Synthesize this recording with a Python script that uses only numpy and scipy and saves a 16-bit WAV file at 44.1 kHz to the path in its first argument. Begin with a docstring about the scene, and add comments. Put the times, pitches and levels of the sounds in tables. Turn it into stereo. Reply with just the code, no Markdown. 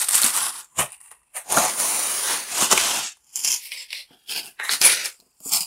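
"""Sharp crackling comes first, from short tugs at stretch wrap on a cardboard box in a small bedroom.
One long peel follows, then the loose film is gathered and pushed down beside the box.
Random noise grains make the tiny creases, filtered by the resonances of the sheet in each grip.
Big creases snap and ring, taut film drives the box like a drum skin, and hands knock on the cardboard.
Reflections and a faint hush place it all in the room, heard by a close clip-on mono microphone."""
import sys
import numpy as np
from scipy import signal
from scipy.fft import rfft, irfft, next_fast_len
from scipy.io import wavfile
from scipy.ndimage import uniform_filter1d

SR = 44100
rng = np.random.default_rng(int(sys.argv[2]) if len(sys.argv) > 2 else 0)


def persist_wave(psi):
    """Save psi, clipped to +-1, as 16-bit WAV."""
    counts = np.round(np.clip(psi, -1, 1) * 32767).astype(np.int16)
    wavfile.write(sys.argv[1], SR, np.atleast_2d(counts).T)


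N = 249853
TIME = np.arange(N) / SR  # seconds

# Resonances of the plastic sheet, one table for each way of holding it: f/Hz, relative level/dB
LIFTED = [(24, -53.5), (40, -32.5), (117, -25.5), (158, -22.5), (213, -26), (253, -21.5), (509, -19.5),
          (1160, -5), (1640, -6.5), (4130, -4.5), (6010, -3), (8730, 8), (14000, -4), (15500, -12)]
TUGGED = [(24, -45.5), (40, -31), (154, -9), (224, -14), (273, -27.5), (350, -15.5), (484, -12), (670, 4.5),
          (740, -0.5), (1190, 1), (1380, -3.5), (2770, 0.5), (4680, -14), (9180, 14), (15500, -6.5)]
DANGLING = [(59, -62), (100, -29), (258, -50), (682, -28), (727, -12), (998, -3.5), (1340, -16),
            (1520, -16.5), (2690, -11), (3120, -21), (6120, -20.5), (9540, 1.5), (12800, -28), (14500, -11),
            (15500, -47)]
STRETCHED = [(24, -64.5), (40, -28.5), (103, -16.5), (183, -12.5), (438, -9), (704, 0.5), (1280, -11.5),
             (1410, -16), (2710, -15.5), (3220, -19), (5580, -15.5), (6810, -3.5), (7910, -12.5),
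             (9180, -4), (15500, -22.5)]
PEELING = [(24, -41), (40, -28.5), (114, -25.5), (170, -18), (535, -6.5), (973, -0.5), (2770, -7.5),
           (7160, -7), (7910, -13), (9410, -1), (11800, -14), (14400, -18.5), (15500, -15)]
TEARING_FREE = [(24, -50.5), (40, -23), (136, -17), (213, -12.5), (472, -10), (562, -5), (653, 2), (998, 5),
                (2160, -11), (2710, -5), (4680, -9), (6640, -1.5), (9650, -2.5), (15500, -19)]
FLICKED = [(100, -33.5), (330, -21), (550, -29), (920, -10), (1200, -21), (1900, -18.5), (2500, -8.5),
           (3200, -5.5), (3750, -24), (4500, -11), (5100, 0.5), (6000, -1), (7300, 10.5), (7900, -4),
           (10000, 6.5), (12500, -8), (14000, 1), (15500, -23)]
SLACK = [(59, -82.5), (100, -54), (248, -44), (601, -14), (712, -26), (936, -15.5), (1400, -25.5),
         (2130, 8), (2470, 6.5), (3610, 3.5), (5400, 4), (6660, -18.5), (7560, -10), (10200, -6.5),
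         (15500, -21)]
SHAKEN = [(59, -42), (100, -20), (258, -16.5), (457, -8.5), (576, -21.5), (727, -8), (1230, -19),
          (1620, -2), (1840, -11), (2630, 1), (3690, -3), (5070, 3), (6120, -8.5), (10600, -3),
          (15500, -12)]
FOLDED = [(59, -80.5), (100, -59.5), (808, -6.5), (1130, -4), (1880, 2), (3250, -16.5), (3930, -3),
          (4460, -26.5), (8230, -28), (9150, -31.5), (10200, -23.5), (14500, -43), (15500, -39.5)]
CRUMPLED = [(35, -58.5), (60, -29.5), (351, -17.5), (385, -16), (509, -13), (721, -14), (1200, -11.5),
            (1450, -5.5), (1630, -9), (2200, -5), (3270, -9), (4220, -7), (7900, -4), (9740, 1),
            (15500, -16.5)]
PRESSED = [(35, -70), (60, -41), (175, -6), (546, -29), (738, -9), (1420, -17), (1740, -36), (2530, -8.5),
           (3930, -17.5), (4850, 0.5), (6120, -14), (7200, -0.5), (12300, -9.5), (14500, -10), (15500, -11)]
# Grips, one after another: start t/s, resonances, creases per second [1/s],
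# spread of crease sizes [dB], box level/dB relative to the sheet that drives it
GRIPS = [(0, LIFTED, 2700, 3, -19.5), (.7, TUGGED, 2600, 0.5, -9), (.89, DANGLING, 1470, 5, -20.5),
         (1.311, TUGGED, 1200, 1.5, -27.5), (1.45, STRETCHED, 2500, 3.5, -14),
         (1.701, PEELING, 3600, 0.5, -10.5), (2.52, TEARING_FREE, 3700, 2, -10.5),
         (3.2, FLICKED, 1600, 3.5, -8.5), (3.6, SLACK, 2600, 0, -15), (4.101, SHAKEN, 1900, 1.5, -4.5),
         (4.57, FOLDED, 2250, 3.5, -20), (4.7, CRUMPLED, 2700, 2, -11.5), (5.17, PRESSED, 1700, 3, -15)]
# Pitch ranges of fine creases, broad wrinkles, taut sheet and box: low edge f/Hz, high edge f/Hz
ZONES_HZ = [(6000, 20000), (1600, 6000), (450, 1600), (15, 450)]


def rustle(motion, regrip_s=.02):
    """Creases sound through the held sheet; each scale of film follows the pull, the box the taut sheet."""
    fine, wrinkles, taut = motion * undb([-1, -.5, -1])[:, None]
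    ends = [grip[0] for grip in GRIPS[1:]] + [N / SR + regrip_s]
    out = np.zeros(N)
    for (start, resonances, rate, spread_db, box_db), end in zip(GRIPS, ends):
        now = (TIME > start - regrip_s) & (TIME < end + regrip_s)
        t = TIME[now]
        # neighbouring grips crossfade at equal power
        to_edge_s = np.minimum(t - start, end - t)
        held = np.sqrt(np.clip(.5 + to_edge_s / (2 * regrip_s), 0, 1))
        sheet = colour(creases(len(t), rate, spread_db), resonances)
        sheet = tighten(folds(sheet), t)
        gains = fine[now], wrinkles[now], taut[now], taut[now] * undb(box_db)
        layers = [steady(zone(sheet, *edges)) * gain for edges, gain in zip(ZONES_HZ, gains)]
        add(out, t[0], held * sum(layers))
    return out


def creases(n, rate, spread_db, ring_s=0.0059, ring_cycles=2.2, own_db=3.5, even_s=0.042):
    """Creases buckle at random; each has its own size and favours some pitches, and low ones ring longer."""
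    chance = rng.random((n, 2))
    at = np.flatnonzero(chance[:, 0] < rate / SR)
    size_db = -spread_db * np.log(chance[at, 1] + 1e-3)
    edges = np.geomspace(250, 16000, 10)  # Hz
    out = np.zeros(n)
    for lo, hi in zip([20, *edges[:-1]], edges):
        kicks = np.zeros(n)
        pitch_db = own_db * rng.standard_normal(n)[at]
        kicks[at] = undb(size_db + pitch_db) ** 2
        # each kick leaves energy that dies away
        keep = np.exp(-2 / (SR * (ring_s + ring_cycles / hi)))
        energy = signal.lfilter([1 - keep], [1, -keep], kicks) + 1e-9
        # the hand feeds in energy steadily: a big crease relieves its neighbours
        energy /= uniform_filter1d(energy, int(even_s * SR)) + 1e-9
        out += band(np.sqrt(energy) * rng.standard_normal(n), lo, hi, order=3)
    return out


def folds(x):
    """Nearby folds mirror the sound a moment later; as they move, the colour ripples."""
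    t, out = TIME[:len(x)], x.copy()
    knots = np.arange(0, t[-1] + .3, .15)  # seconds
    for lag_s in (.0005, .0011, .0019):
        lag = lag_s * np.exp(np.interp(t, knots, .12 * rng.standard_normal(len(knots))))
        share = np.interp(t, knots, .22 * rng.standard_normal(len(knots)))
        out += share * np.interp(t - lag, t, x)
    return out


# Small patches of film that tighten and ring: start t/s, lasting t/s, f/Hz, width f/Hz, boost level/dB
PATCHES = [(.33, 0.35, 1090, 130, 5.5), (.62, .15, 1030, 110, 15), (.41, 0.2, 10100, 810, 11),
           (.62, 0.18, 7100, 480, 13), (.9, .41, 2740, 130, 11), (1.0, 0.26, 1890, 90, 13),
           (1.52, 0.18, 1150, 350, 8), (2.77, .39, 3030, 445, 0.5), (3.03, 0.11, 7520, 1500, 11),
           (3.62, 0.064, 14200, 1800, 12), (3.768, 0.086, 7500, 560, 13.5), (3.77, 0.048, 5150, 450, 9.5),
           (3.68, 0.062, 2230, 300, 7), (3.94, 0.17, 4200, 400, 9), (4.07, 0.23, 3240, 170, 18),
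           (4.45, 0.18, 2680, 248, 11.5), (4.58, 0.069, 1900, 397, 7.5), (4.69, 0.13, 4350, 450, 10.5),
           (4.84, 0.072, 2300, 248, 7), (4.83, 0.12, 9900, 550, 9.5), (5.111, 0.073, 7500, 597, 13),
           (5.39, 0.11, 7150, 700, 5)]


def tighten(x, t, fade_s=0.011):
    """A tight patch lifts one resonance out of the creases that run through it."""
    out = x.copy()
    for start, lasting, hz, width, boost_db in PATCHES:
        taut = np.clip(np.minimum(t - start, start + lasting - t) / fade_s, 0, 1)
        if taut.any():
            resonance = signal.lfilter(*signal.iirpeak(hz, hz / width, fs=SR), x)
            out += taut * (undb(boost_db) - 1) * resonance
    return out


def zone(x, lo, hi):
    """One of several bands with soft edges; where neighbours meet they add up smoothly."""
    size = next_fast_len(len(x) + SR // 20)
    hz = np.arange(size // 2 + 1) * SR / size

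    def below(edge):
        """Let through what lies below the edge."""
        return 1 / (1 + (hz / edge) ** 10)

    return irfft(rfft(x, size) * (below(hi) - below(lo)), size)[:len(x)]


def steady(x, span_s=0.066):
    """Even out the slow level to about rms 1 and keep the fast grain."""
    return x / np.sqrt(np.abs(uniform_filter1d(x ** 2, int(span_s * SR))) + 1e-20)


# Short tugs and squeezes: taut at t/s, rise t/s (time to climb 20 dB), held t/s,
# fine crackle level/dB, and relative to it: broad wrinkles level/dB, taut sheet level/dB
TUGS = [(0.0, .02, 0.032, -21.5, -7, -14.5), (.14, 0.075, 0.054, -18.5, -7, -14),
        (0.226, 0.025, .06, -20, -6, -11), (0.366, 0.12, 0.12, -22.5, -7, -8.5),
        (0.549, 0.12, 0.058, -35.5, -7, -8.5), (.725, 0.056, .03, -59.5, -15, -5),
        (0.791, 0.02, 0.018, -19.5, -5, -3.5), (0.924, 0.042, 0.0087, -41.5, -6.5, -21),
        (1.011, 0.018, 0.091, -47.5, -11.5, -15), (1.114, 0.012, 0.0081, -50.5, -3, -1),
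        (1.36, 0.017, 0.017, -28, -9.5, -9), (1.516, 0.042, 0.05, -24.5, -6, -1.5),
        (1.57, 0.036, 0.088, -21.5, -4, -1), (3.3, .09, .04, -56.5, -3.5, -16.5),
        (3.356, 0.02, 0.065, -31, -6, -25), (3.451, 0.032, 0.098, -25.5, 2, -19.5),
        (3.645, 0.085, 0.041, -39, -3, -24.5), (3.72, 0.019, .11, -39.5, 4, -17),
        (3.93, 0.045, 0.073, -42.5, 8, -16), (4.114, 0.042, 0.036, -65.5, 9.5, 6),
        (4.2, .08, .045, -67.5, 4, -7), (4.305, 0.026, 0.019, -31, 4, -16),
        (4.365, 0.041, 0.024, -32.5, 5.5, -9.5), (4.44, .04, 0.043, -42.5, -2.5, -9.5),
        (4.601, 0.017, .05, -48.5, 15.5, 10.5), (4.64, .02, 0.042, -34.5, 3, -7.5),
        (4.713, .025, 0.028, -23, 0, -11.5), (4.817, 0.0066, 0.12, -18.5, 0, -12.5),
        (4.855, .04, .01, -10, -12.5, -19), (4.97, 0.066, 0.055, -36.5, 8, -6),
        (5.049, .03, .015, -29, 0, -12.5), (5.47, 0.048, .02, -29, -18, -21),
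        (5.531, 0.029, 0.038, -19, -4, -15), (5.61, 0.014, 0.011, -29, 0, -16)]
# The long peel across the top of the box: t/s, fine crackle level/dB,
# and relative to it: broad wrinkles level/dB, taut sheet level/dB
PEEL = [(1.68, -27, -2.5, -6.5), (1.762, -30.5, -12, -10), (1.798, -21.5, -11, -11),
        (2.224, -26, -7.5, -13), (2.32, -23, -3.5, -6.5), (2.462, -38, -3.5, -11.5),
        (2.632, -18.5, -4, -6.5), (2.692, -33, -0.5, -9.5), (2.728, -14, -2, -1.5), (2.74, -27, -0.5, -2.5),
        (2.798, -24, 1, -8), (2.984, -28, -0.5, -4.5), (3.072, -36.5, 4.5, -12.5), (3.1, -43, 3.5, -19)]
# Film lying in the hands, one level/dB each: fine crackle, broad wrinkles, taut sheet
REST_DB = [-68.5, -74.5, -79]


def pull(sag_db_per_s=27, peel_rise_s=0.051):
    """How strongly creases, wrinkles and taut sheet move: powers add, and a held tug slackens slowly."""
    power = undb(REST_DB)[:, None] ** 2 + np.zeros(N)
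    for s, rise_s, held_s, db, wrinkle_db, sheet_db in TUGS:
        sag_db = sag_db_per_s * np.clip(TIME - s, 0, held_s)
        tug = swell(s, rise_s, s + held_s) * undb(db - sag_db)
        power += (undb([0, wrinkle_db, sheet_db])[:, None] * tug) ** 2
    s, *columns = np.transpose(PEEL)
    db, wrinkle_db, sheet_db = (np.interp(TIME, s, column) for column in columns)
    peel = swell(s[0], peel_rise_s, s[-1]) * undb([db, db + wrinkle_db, db + sheet_db])
    return np.sqrt(power + peel ** 2)


def swell(taut_s, rise_s, slack_s, release_db_per_s=379, settle_db=-24, settle_db_per_s=126.5):
    """A movement rises 20 dB per rise time, holds, drops fast, then the let-go film keeps unfolding."""
    early, late = np.maximum(taut_s - TIME, 0), np.maximum(TIME - slack_s, 0)
    release = np.maximum(undb(-release_db_per_s * late), undb(settle_db - settle_db_per_s * late))
    return undb(-20 * early / max(rise_s, 1e-3)) * release


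# Big creases letting go: t/s, level/dB, ring f/Hz
SNAPS = [(0.015, -15.5, 9300), (.0854, -15.5, 8800), (.0892, -11.5, 8600), (0.1096, -15, 9000),
         (0.144, -13, 7800), (0.1531, -8.5, 8360), (0.1628, -13, 8800), (0.2178, -9, 8460),
         (0.2328, -14, 4220), (0.2434, -9, 9400), (.263, -13, 9200), (0.3642, -13, 9700),
         (0.375, -14, 9000), (.92, -30.5, 9600), (1.013, -39.5, 9000), (1.1149, -35, 9840),
         (1.216, -61, 1096), (1.5234, -11, 9300), (1.5715, -9.5, 1280), (1.8006, -16, 9800),
         (2.621, -22.5, 1100), (2.7136, -10, 6500), (2.7268, -11.5, 6600), (2.7765, -9.5, 2510),
         (3.17, -52, 9600), (3.2447, -54.5, 6900), (3.3579, -16.5, 7100), (3.4472, -13, 5460),
         (3.4866, -16, 6600), (3.5175, -14, 5430), (3.5411, -17.5, 5640), (3.7188, -23.5, 2700),
         (3.9051, -30, 4100), (3.929, -23.5, 2500), (4.295, -27, 3070), (4.3622, -23, 2700),
         (4.4585, -32.5, 9900), (4.5986, -24, 2080), (4.6929, -13, 3950), (4.714, -21, 5000),
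         (4.7345, -16.5, 4270), (4.815, -10, 4950), (5.0573, -19, 4870), (5.2007, -44.5, 4520),
         (5.4035, -43.5, 11400), (5.5195, -19, 7150), (5.607, -18, 9500)]


def snaps(motion, ring_db=1, body_db=-8, ring_ratio=1.11, rise_s=0.00011, decay_s=0.0011,
          body_decay_s=0.004, follower_db=-7, follower_gap_s=.005):
    """A big crease cracks, rings and sets off a neighbour; relatively tauter film gives more body."""
    out = np.zeros(N)
    for s, db, hz in SNAPS:
        resonances = [grip[1] for grip in GRIPS if grip[0] <= s][-1]
        fine, _, taut = motion[:, int(s * SR)]
        follower_lag_s = follower_gap_s * (.5 + rng.random())
        for lag_s, drop_db in (0, 0), (follower_lag_s, follower_db):
            crack = unit(colour(burst(decay_s, rise_s), resonances))
            ring = unit(band(burst(decay_s, rise_s), hz / ring_ratio, hz * ring_ratio, order=2))
            body = unit(band(burst(body_decay_s, rise_s), 450, 1700, order=2))
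            snap = crack + undb(ring_db) * ring + undb(body_db) * min(taut / fine, 1) * body
            # the level is set by the first instant of the snap
            add(out, s + lag_s, snap * undb(db + drop_db) / np.std(snap[:SR // 600]))
    return out


# Soft knocks of hands on the cardboard: t/s, relative level/dB
BUMPS = [(.24, -22.5), (1.573, -16), (2.62, -20), (2.726, -15.5), (4.107, -41.5), (4.81, -27.5),
         (5.194, -55.5), (5.22, -53), (5.263, -56.5), (5.403, -46), (5.458, -31.5)]
# How the cardboard colours a knock: f/Hz, relative level/dB
CARDBOARD = [(35, -9), (110, -9), (220, 5.5), (500, 0.5), (1000, -13), (2500, -42.5)]


def bumps(bump_db=-9):
    """Fingers land on the cardboard: short noise bursts filtered into a dull, dead knock."""
    out = np.zeros(N)
    for s, level_db in BUMPS:
        knock = colour(burst(.006, .0015), CARDBOARD)
        add(out, s, knock * undb(level_db + bump_db) / np.std(knock[:SR // 100]))
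    return out


def bedroom(x, wet_db, t60_s=0.28, treble_t60_s=0.32, first_s=0.0033):
    """Near walls answer at once; the rest and the treble each take their t60 to fade by 60 dB."""
    t = TIME[:SR // 2]
    noise = rng.standard_normal(len(t)) * (t > first_s)
    tail = band(noise, 60, 5000, order=2) * undb(-60 * t / t60_s)
    tail += band(noise, 5000, 18000, order=2) * undb(-60 * t / treble_t60_s)
    return x + undb(wet_db) * signal.fftconvolve(x, tail / np.linalg.norm(tail))[:N]


# Colour of the quiet room: f/Hz, relative level/dB
QUIET = [(15, -24), (25, 2), (344, -12.5), (2300, -16.5), (2780, -16), (4040, -29), (9520, -21),
         (15000, -36)]


def room_tone(tone_db=-76):
    """The faint hush of the room: steady noise filtered to its colour."""
    return undb(tone_db) * unit(colour(rng.standard_normal(N), QUIET))


def burst(decay_s, rise_s):
    """A short burst of noise that rises and dies away."""
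    t = TIME[:SR // 8]
    return (1 - np.exp(-t / rise_s)) * np.exp(-t / decay_s) * rng.standard_normal(len(t))


def colour(x, points):
    """Filter to a given spectrum without sound before the event (minimum phase, from the cepstrum)."""
    size = 1024
    cepstrum = irfft(np.log(gain_at(np.arange(size // 2 + 1) * SR / size, points)))
    # fold the backward half onto the forward half
    cepstrum[1:size // 2] *= 2
    cepstrum[size // 2 + 1:] = 0
    return signal.fftconvolve(x, irfft(np.exp(rfft(cepstrum))))[:len(x)]


def gain_at(hz, points):
    """Gain at the given frequencies, read from a table of f/Hz and level/dB."""
    f, db = np.transpose(points)
    return undb(np.interp(np.log(hz + 1), np.log(f), db))


def band(x, lo, hi, order):
    """Keep the pitches between two edges in Hz (Butterworth band-pass)."""
    return signal.sosfilt(signal.butter(order, [lo, hi], "band", fs=SR, output="sos"), x)


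def undb(db):
    """Decibels to gain."""
    return 10 ** (np.asarray(db) / 20)


def unit(x):
    """Scale to rms 1."""
    return x / np.sqrt(np.mean(x ** 2) + 1e-30)


def add(out, s, x):
    """Mix x into out from time s in seconds."""
    i = max(int(s * SR), 0)
    out[i:i + len(x)] += x[:max(len(out) - i, 0)]


def scene():
    """Film, box and room reach one microphone, heard alike on both channels."""
    motion = pull()
    crinkle = bedroom(rustle(motion), wet_db=-11.5, t60_s=0.14, treble_t60_s=0.13)
    hits = bedroom(snaps(motion) + bumps(), wet_db=-9)
    mono = crinkle + hits + room_tone()
    return np.array([mono, mono])


def record(dry):
    """An overloaded microphone flattens peaks beyond 0.8; a steep filter cuts the top above 15.7 kHz."""
    top_cut = signal.ellip(10, .2, 80, 15700, fs=SR, output="sos")
    return signal.sosfilt(top_cut, np.clip(dry, -.8, .8))


dry = scene()
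out = record(dry)
persist_wave(out)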